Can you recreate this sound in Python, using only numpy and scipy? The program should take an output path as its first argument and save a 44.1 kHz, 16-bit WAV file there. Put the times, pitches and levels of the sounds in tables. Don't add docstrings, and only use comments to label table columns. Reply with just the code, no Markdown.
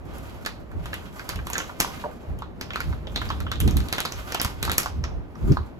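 import sys
import numpy as np
from scipy import signal
from scipy.fft import rfft, irfft, next_fast_len
from scipy.io import wavfile
from scipy.ndimage import uniform_filter1d, map_coordinates

SR = 44100
rng = np.random.default_rng(int(sys.argv[2]) if len(sys.argv) > 2 else 0)


def master(y):
    cut = np.clip(np.atleast_2d(y).T, -1, 1)
    pcm = np.round(cut * 32767)
    wavfile.write(sys.argv[1], SR, pcm.astype(np.int16))


def to_linear_factor(level_db):
    exponent = np.asarray(level_db, float) / 20
    return 10 ** exponent


N = 255603

SNAP_T = np.arange(2048) / SR
SNAP_HZ = np.fft.rfftfreq(len(SNAP_T), 1 / SR)
BREAK = 256


def hump(centre_hz, width):
    return np.exp(-(np.log(SNAP_HZ / centre_hz + 1e-9) / width) ** 2)


# frequency in Hz, level in dB per Hz.
FILM_COLOUR = [(300, 5.5), (1000, 1), (2500, 3.5), (5000, -2.5)]


def film_colour(top_db, crease_hz, hump_db):
    treble = [(7000, 0.4 * top_db + 2.0), (8800, top_db + 5.5), (12000, top_db + 5.0), (16000, top_db - 0.5)]
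    broad = to_linear_factor(along(FILM_COLOUR + treble, SNAP_HZ))
    return broad * (1 + to_linear_factor(hump_db - 0.44 * top_db) * hump(crease_hz, width=0.15))


TEAR_S = .00042
DULL_SLOWER = 0.17
SETTLE_PER_S, SETTLE_DB, SETTLE_T60_S = 140, -12, .14
CREAK_S, CREAK_DB = 0.0013, -14
EVEN = .6


def crack_of_crease(colour, top_db):
    t = SNAP_T
    tear = t / (TEAR_S * to_linear_factor(rng.normal(0, 2) - DULL_SLOWER * min(top_db, 0)))
    burst = tear * np.exp(1 - tear) * rng.standard_normal(len(t))
    chance = rng.random(len(t)) < SETTLE_PER_S / SR
    after = chance * to_linear_factor(SETTLE_DB - 60 * t / SETTLE_T60_S + 1.9 * rng.standard_normal(len(t)))
    burst = burst + signal.fftconvolve(burst[:256], after * (t < .04))[:len(t)]
    growth = np.exp((t - t[BREAK]) / CREAK_S) * (t < t[BREAK])
    creak = to_linear_factor(CREAK_DB) * growth * rng.standard_normal(len(t))
    z = rfft(np.roll(burst, BREAK) + creak)
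    evened = z / uniform_filter1d(np.abs(z) ** 2, size=40) ** (EVEN / 2)
    crack = irfft(evened * colour, len(t))
    return crack / np.sqrt(4 * uniform_filter1d(crack ** 2, size=32).max())


def panel_pop(pop_db, panel_hz):
    t = SNAP_T
    scatter = 0.062 * rng.standard_normal((4, 1)) * [[0], [1], [1], [1]]
    ratios = [[1], [1.5], [.8], [1.18]] * (1 + scatter)
    sines = np.sin(2 * np.pi * (panel_hz * ratios * t + rng.random((4, 1))))
    modes = to_linear_factor([[0], [-11], [-7], [-5]]) * sines
    steps = np.repeat(rng.standard_normal((4, 32)), 64, axis=1)
    rattling = modes * to_linear_factor(6 * uniform_filter1d(steps, size=48))
    fading = to_linear_factor(-60 * t / 0.048) + to_linear_factor(2.5 - 60 * t / 0.0083)
    ring = fading * (1 - np.exp(-t / 0.0007)) * rattling.sum(0)
    return to_linear_factor(pop_db - 4.0) * np.roll(ring, BREAK)


def pulse(colour, like):
    return unit(np.roll(irfft(colour, len(SNAP_T)), BREAK)) * np.std(like)


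# time in seconds, level of the snap in dB, strength of the
# pop against the snap in dB (before a fixed trim), treble setting in dB (lower is duller), panel pitch in Hz.
SNAPS = [(0.2975, -40.5, -12, -5, 504), (0.4497, -25.5, -14, -15, 1520), (0.461, -14, -10.5, -11.5, 1460),
         (0.715, -45.5, 4, -5, 1370), (0.857, -26.5, -7.5, -9, 1244), (0.9303, -24.5, 1.5, -20, 1725),
         (1.194, -28, -4, -15.5, 1595), (1.291, -14, -15, -7.5, 1220), (1.333, -48, 17, -20, 1310),
         (1.3576, -24.5, -10, -11.5, 776), (1.389, -45.5, 16.5, -18, 1585), (1.4687, -22.5, -8.5, -6, 1150),
         (1.5003, -19, -11.5, -1, 926), (1.5539, -22, 2, -29, 1570), (1.6011, -22.5, -0.5, -27, 1395),
         (1.694, -38.5, 8.5, -20, 1170), (1.8454, -26.5, 1.5, -17, 983), (2.0379, -52.5, 29.5, -39, 946),
         (2.0444, -52.5, 32, -30, 585), (2.058, -50.5, 28.5, -32, 604), (2.4208, -33.5, 3.5, -20.5, 1117),
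         (2.611, -19, -21.5, -13.5, 1220), (2.705, -23, -5, -27, 1410), (2.758, -19, -4, -12, 1317),
         (2.8036, -19.5, -3.5, -10, 1450), (2.927, -37, 4.5, -27, 1280), (3.0694, -26.5, -3, -28, 533),
         (3.2162, -24, -1, -18, 1394), (3.3018, -19, -1, -22, 1108), (3.4032, -23.5, -5.5, -8, 1346),
         (3.4657, -31.5, 1, -45, 1310), (3.515, -16, -9, -15, 1340), (3.6767, -17.5, -16, -9, 486),
         (3.8029, -23.5, -9, -10, 1390), (3.885, -23, -13, -9, 580), (3.926, -9, -17, -9.5, 1330),
         (3.9821, -12, -6, -17, 1453), (4.0035, -10.5, -20, -5, 1060), (4.0508, -16.5, -7, -16, 1105),
         (4.321, -18, -13.5, -13, 1490), (4.3456, -11, -12, -11.5, 894), (4.398, -13, -14, -25, 1370),
         (4.4471, -11.5, -13, -5.5, 980), (4.6509, -16, -14, -6.5, 1540), (4.6778, -29, 8.5, -14, 1145),
         (4.6959, -15, -5, -15, 1320), (4.8584, -20.5, -6, -13, 1055), (5.039, -21.5, -9.5, -24, 1330),
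         (5.354, -45, 7.5, -37.5, 1213), (5.5203, -25, -20, -17, 517), (5.5698, -31, 8.5, -40, 1092)]
# time in seconds, level in dB, treble setting in dB
# (lower is duller), crease pitch in Hz.
TICKS = [(0.1827, -34.5, 8, 5000), (0.9403, -19, -7.5, 3100), (1.5323, -15, -11.5, 6700),
         (1.5806, -11, -9, 6400), (1.8015, -4.5, -4, 5700), (1.8076, -8, -0.5, 4800),
         (2.3888, -34.5, -6, 3000), (2.734, -23, -22, 2480), (2.7428, -25, -24, 2800),
         (3.1593, -12, -19, 3860), (3.2887, -28, -21, 5030), (3.556, -27, -19, 3580),
         (3.6018, -15, 0.5, 3230), (3.709, -23.5, -6, 6200), (3.7686, -14.5, -1, 3870),
         (4.0559, -16.5, -11, 4250), (4.121, -20, -11, 5900), (4.4151, -7.5, 2, 3370),
         (4.6278, -9.5, -4.5, 3900), (4.7161, -9, -3.5, 4080), (4.7809, -0.5, 3, 5560),
         (4.8315, -19.5, -9, 5200)]
CREASE_HZ, CREASE_SCATTER_OCTAVES = 3850, .3


def snaps(walls_db, pop_walls_db):
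    out = np.zeros((2, N + SR))
    popping = [(*row, CREASE_HZ * 2 ** rng.normal(0, CREASE_SCATTER_OCTAVES), -3.0) for row in SNAPS]
    clean = [(s, db, -26, top_db, 1300, crease_hz, 3.0) for s, db, top_db, crease_hz in TICKS]
    for s, db, pop_db, top_db, panel_hz, crease_hz, hump_db in popping + clean:
        colour = film_colour(top_db, crease_hz, hump_db)
        crack = crack_of_crease(colour, top_db)
        pop = panel_pop(pop_db, panel_hz)
        to_walls = to_linear_factor(walls_db) * pulse(colour, crack)
        to_walls = to_walls + to_linear_factor(pop_walls_db) * pulse(hump(panel_hz, width=0.35), pop)
        echo = signal.fftconvolve(to_walls[None], porch(), axes=1)
        at = round(s * SR) - 236
        out[:, at:at + len(crack)] += to_linear_factor(db) * (crack + pop)
        out[:, at:at + echo.shape[1]] += to_linear_factor(db) * echo
    return out[:, :N]


# start of the hold in seconds, length of the hold in seconds,
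# squeeze level in dB (before the trims of each layer).
SQUEEZES = [(0.115, 0.384, -54.5), (0.836, 0.52, -53), (1.545, 0.12, -48), (1.905, 0.025, -45),
            (2.21, 0.085, -62), (2.746, 0.16, -54), (3.203, 0.094, -49.5), (3.67, 0.2, -51),
            (4.126, 0.37, -49), (4.67, 0.17, -52.5), (5.485, 0.022, -53.5)]
# frequency in Hz, level in dB per Hz.
BRIGHT_COLOUR = [(300, -21.5), (1200, 10), (3000, 5.5), (6000, -3.5), (16000, -4.5)]
# frequency in Hz, level in dB per Hz.
DULL_COLOUR = [(500, -1.5), (1300, 2.5), (3500, -18.5), (7000, -9.5)]
GRIP_DB_PER_S, LET_GO_DB_PER_S = 96.5, 86


def rustle(walls_db):
    s, hold_s, db = np.transpose(SQUEEZES)
    level_db = swell(s, s + hold_s, db, GRIP_DB_PER_S, LET_GO_DB_PER_S)
    busy = 330 / SR * to_linear_factor(5 * np.array([wobble(30), wobble(30)]))
    sizes = to_linear_factor(5.5 * rng.exponential(size=(2, N)).clip(0, 3))
    dull, bright = (rng.random((2, N)) < busy) * sizes * rng.standard_normal((2, N))
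    dull = to_linear_factor(level_db - 8.5) * coloured(dull, DULL_COLOUR)
    bright = to_linear_factor(level_db - 10.5) * coloured(bright, BRIGHT_COLOUR)
    dry = dull + bright
    hiss = to_linear_factor(level_db - 6.5 + 3 * wobble(14)) * pair(BRIGHT_COLOUR, ALIKE)
    echo = signal.fftconvolve(dry[None], porch(), axes=1)[:, :N]
    return dry + hiss + to_linear_factor(walls_db) * echo


# frequency in Hz, time to fall 60 dB in seconds.
ECHO_TIMES = [(500, 0.54), (1500, 0.23), (4000, 0.35), (9000, 0.27), (16000, 0.18)]
# frequency in Hz, level in dB.
CLADDING = [(3000, 3.5), (12000, -5)]
# frequency in Hz, likeness from 0 to 1.
ALIKE = [(500, 0.15), (1200, 0.6), (5000, 0), (8000, 1), (16000, 1)]


def porch():
    hz, t, z = signal.stft(pair([(1000, 0)], ALIKE, count=SR // 3), SR, nperseg=128)
    yard = to_linear_factor(-60 * t / along(ECHO_TIMES, hz)[:, None])
    near_walls = to_linear_factor(-3.0 - 60 * t / 0.11)
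    returned = z * (yard + near_walls) * to_linear_factor(along(CLADDING, hz))[:, None]
    tail = signal.istft(returned, SR, nperseg=128)[1]
    age = np.arange(tail.shape[1]) / SR
    echoes = np.repeat(rng.standard_normal(len(age) // 24 + 1), 24)[:len(age)]
    tail = tail * to_linear_factor(3.5 * np.exp(-age / .04) * echoes)
    return np.pad(tail / np.linalg.norm(tail[0]), ((0, 0), (110, 0)))


# time of the peak in seconds, peak level in dB, rise over 20 dB in seconds,
# fall over 20 dB in seconds, level of the sharp eddies against the gust in dB.
GUSTS = [(.14, -39.5, 0.52, 1, -27), (.6, -43.5, 0.078, 0.33, -4), (.77, -28.5, 0.077, 0.24, -14),
         (1.0, -46.5, 0.26, 0.99, -22), (1.37, -31, 0.089, 0.27, -13), (1.95, -46.5, 0.26, 0.55, 2.5),
         (2.293, -27, 0.021, 0.18, -22), (2.889, -23, 0.078, 0.12, -16), (3.2, -41, 1, 0.56, -19),
         (3.45, -29.5, 0.98, 0.2, -9.5), (3.668, -14.5, 0.11, 0.072, -9.5), (3.781, -18.5, 0.17, 0.11, -8),
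         (4.16, -34, 0.044, 0.23, -29), (4.458, -23.5, 0.023, 0.012, -12.5), (4.7, -28.5, 0.29, 0.11, -9),
         (5.01, -26, 0.18, 0.2, -13.5), (5.17, -29.5, 0.16, 0.14, -13.5), (5.449, -19, 0.047, 0.064, -10),
         (5.517, -11.5, 0.041, 0.029, -0.5), (5.61, -26.5, 0.15, 0.066, -10)]
# frequency in Hz, level in dB per Hz.
BUFFET_COLOUR = [(24, -33), (40, 6), (70, 10.5), (120, 0), (200, -11.5), (400, -72.5)]
# frequency in Hz, level in dB per Hz.
EDDY_COLOUR = [(80, -9), (160, 0), (260, -2.5), (420, -11.5), (800, -64)]
BREEZE_DB, EDDY_FLOOR_DB = -48.5, -47.5
LEE_DB, LEE_GROWS = -3, 0.1
FULL_GUST_DB = -18


def wind():
    s, db, rise_s, fall_s, sharp_db = np.transpose(GUSTS)
    eddy_db = swell(s, s, db + sharp_db, 20 / rise_s, 20 / fall_s)
    gust_db = swell(s, s, db, 20 / rise_s, 20 / fall_s)
    weaker_db = FULL_GUST_DB - gust_db
    pan_db = np.minimum(LEE_DB + LEE_GROWS * weaker_db, 0)
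    lumps = to_linear_factor(2.5 * np.array([wobble(30), wobble(30)]))
    buffet = steady(pair(BUFFET_COLOUR, [(60, 0.32)]), span_s=0.035)
    eddies = unit(lumps * steady(pair(EDDY_COLOUR, [(200, 0.43)]), span_s=0.041))
    buffet = np.hypot(to_linear_factor(gust_db), to_linear_factor(BREEZE_DB)) * buffet
    eddies = np.hypot(to_linear_factor(eddy_db), to_linear_factor(EDDY_FLOOR_DB)) * eddies
    return to_linear_factor([pan_db / 2, -pan_db / 2]) * (buffet + eddies)


# frequency in Hz, level in dB per Hz.
STREET_COLOUR = [(100, -19.5), (330, -7), (640, -9), (1000, -15), (2500, -28.5), (7000, -48), (16000, -53)]
STREET_DB = -46.5


def street():
    return to_linear_factor(STREET_DB + 1.88 * wobble(12.0)) * pair(STREET_COLOUR, ALIKE)


def unit(x):
    return x / np.sqrt(np.mean(x ** 2) + 1e-20)


def along(points, hz):
    f, v = np.transpose(points)
    return np.interp(np.log(hz + 1), np.log(f + 1), v)


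def wobble(rate):
    return map_coordinates(rng.standard_normal(int(N * rate / SR) + 4), [np.arange(N) * rate / SR])


def filtered(x, response):
    m = next_fast_len(N + 8192)
    return irfft(rfft(x, m) * response(np.fft.rfftfreq(m, 1 / SR)), m)[..., :N]


def coloured(x, spectrum):
    return unit(filtered(x, lambda hz: to_linear_factor(along(spectrum, hz))))


def pair(spectrum, alike, count=N):
    m = next_fast_len(count)
    hz = np.fft.rfftfreq(m, 1 / SR)
    a, b = rfft(rng.standard_normal((2, m))) * to_linear_factor(along(spectrum, hz))
    share = np.clip(along(alike, hz), 0, 1)
    left = share * a + np.sqrt(1 - share ** 2) * b
    return unit(irfft([left, a], m)[:, :count])


def steady(x, span_s):
    power = np.abs(uniform_filter1d(x ** 2, int(span_s * SR)))
    return unit(x / (power + .05) ** .33)


def swell(rise_end_s, fall_start_s, db, rise_db_per_s, fall_db_per_s):
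    t = np.arange(0, N + 64, 64) / SR
    early = np.clip(rise_end_s[:, None] - t, 0, None)
    late = np.clip(t - fall_start_s[:, None], 0, None)
    rise_db = early * np.reshape(rise_db_per_s, (-1, 1))
    fall_db = late * np.reshape(fall_db_per_s, (-1, 1))
    power = (to_linear_factor(db[:, None] - rise_db - fall_db) ** 2).sum(0)
    return np.interp(np.arange(N) / SR, t, 10 * np.log10(power + 1e-12))


# frequency in Hz, level in dB.
PORTS = [(500, -2), (1500, -2), (5000, -1.5), (10000, -0.5)]
LAG_S = .000166


def scene():
    left, right = snaps(walls_db=-3.5, pop_walls_db=-10.5) + rustle(walls_db=8.0) + street()
    left = filtered(left, lambda hz: to_linear_factor(along(PORTS, hz)) * np.exp(-2j * np.pi * hz * LAG_S))
    return np.array([left, right]) + wind()


def band_limit(x):
    return signal.sosfilt(signal.butter(12, 16470, fs=SR, output="sos"), x)


# frequency in Hz, level in dB.
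MICROPHONE = [(15700, 1.5), (16000, -11), (17000, -49)]


def record(dry):
    heard = filtered(dry, lambda hz: to_linear_factor(along(MICROPHONE, hz)))
    mix = np.clip(heard, -1, 1)
    return band_limit(mix)


dry = scene()
out = record(dry)
master(out)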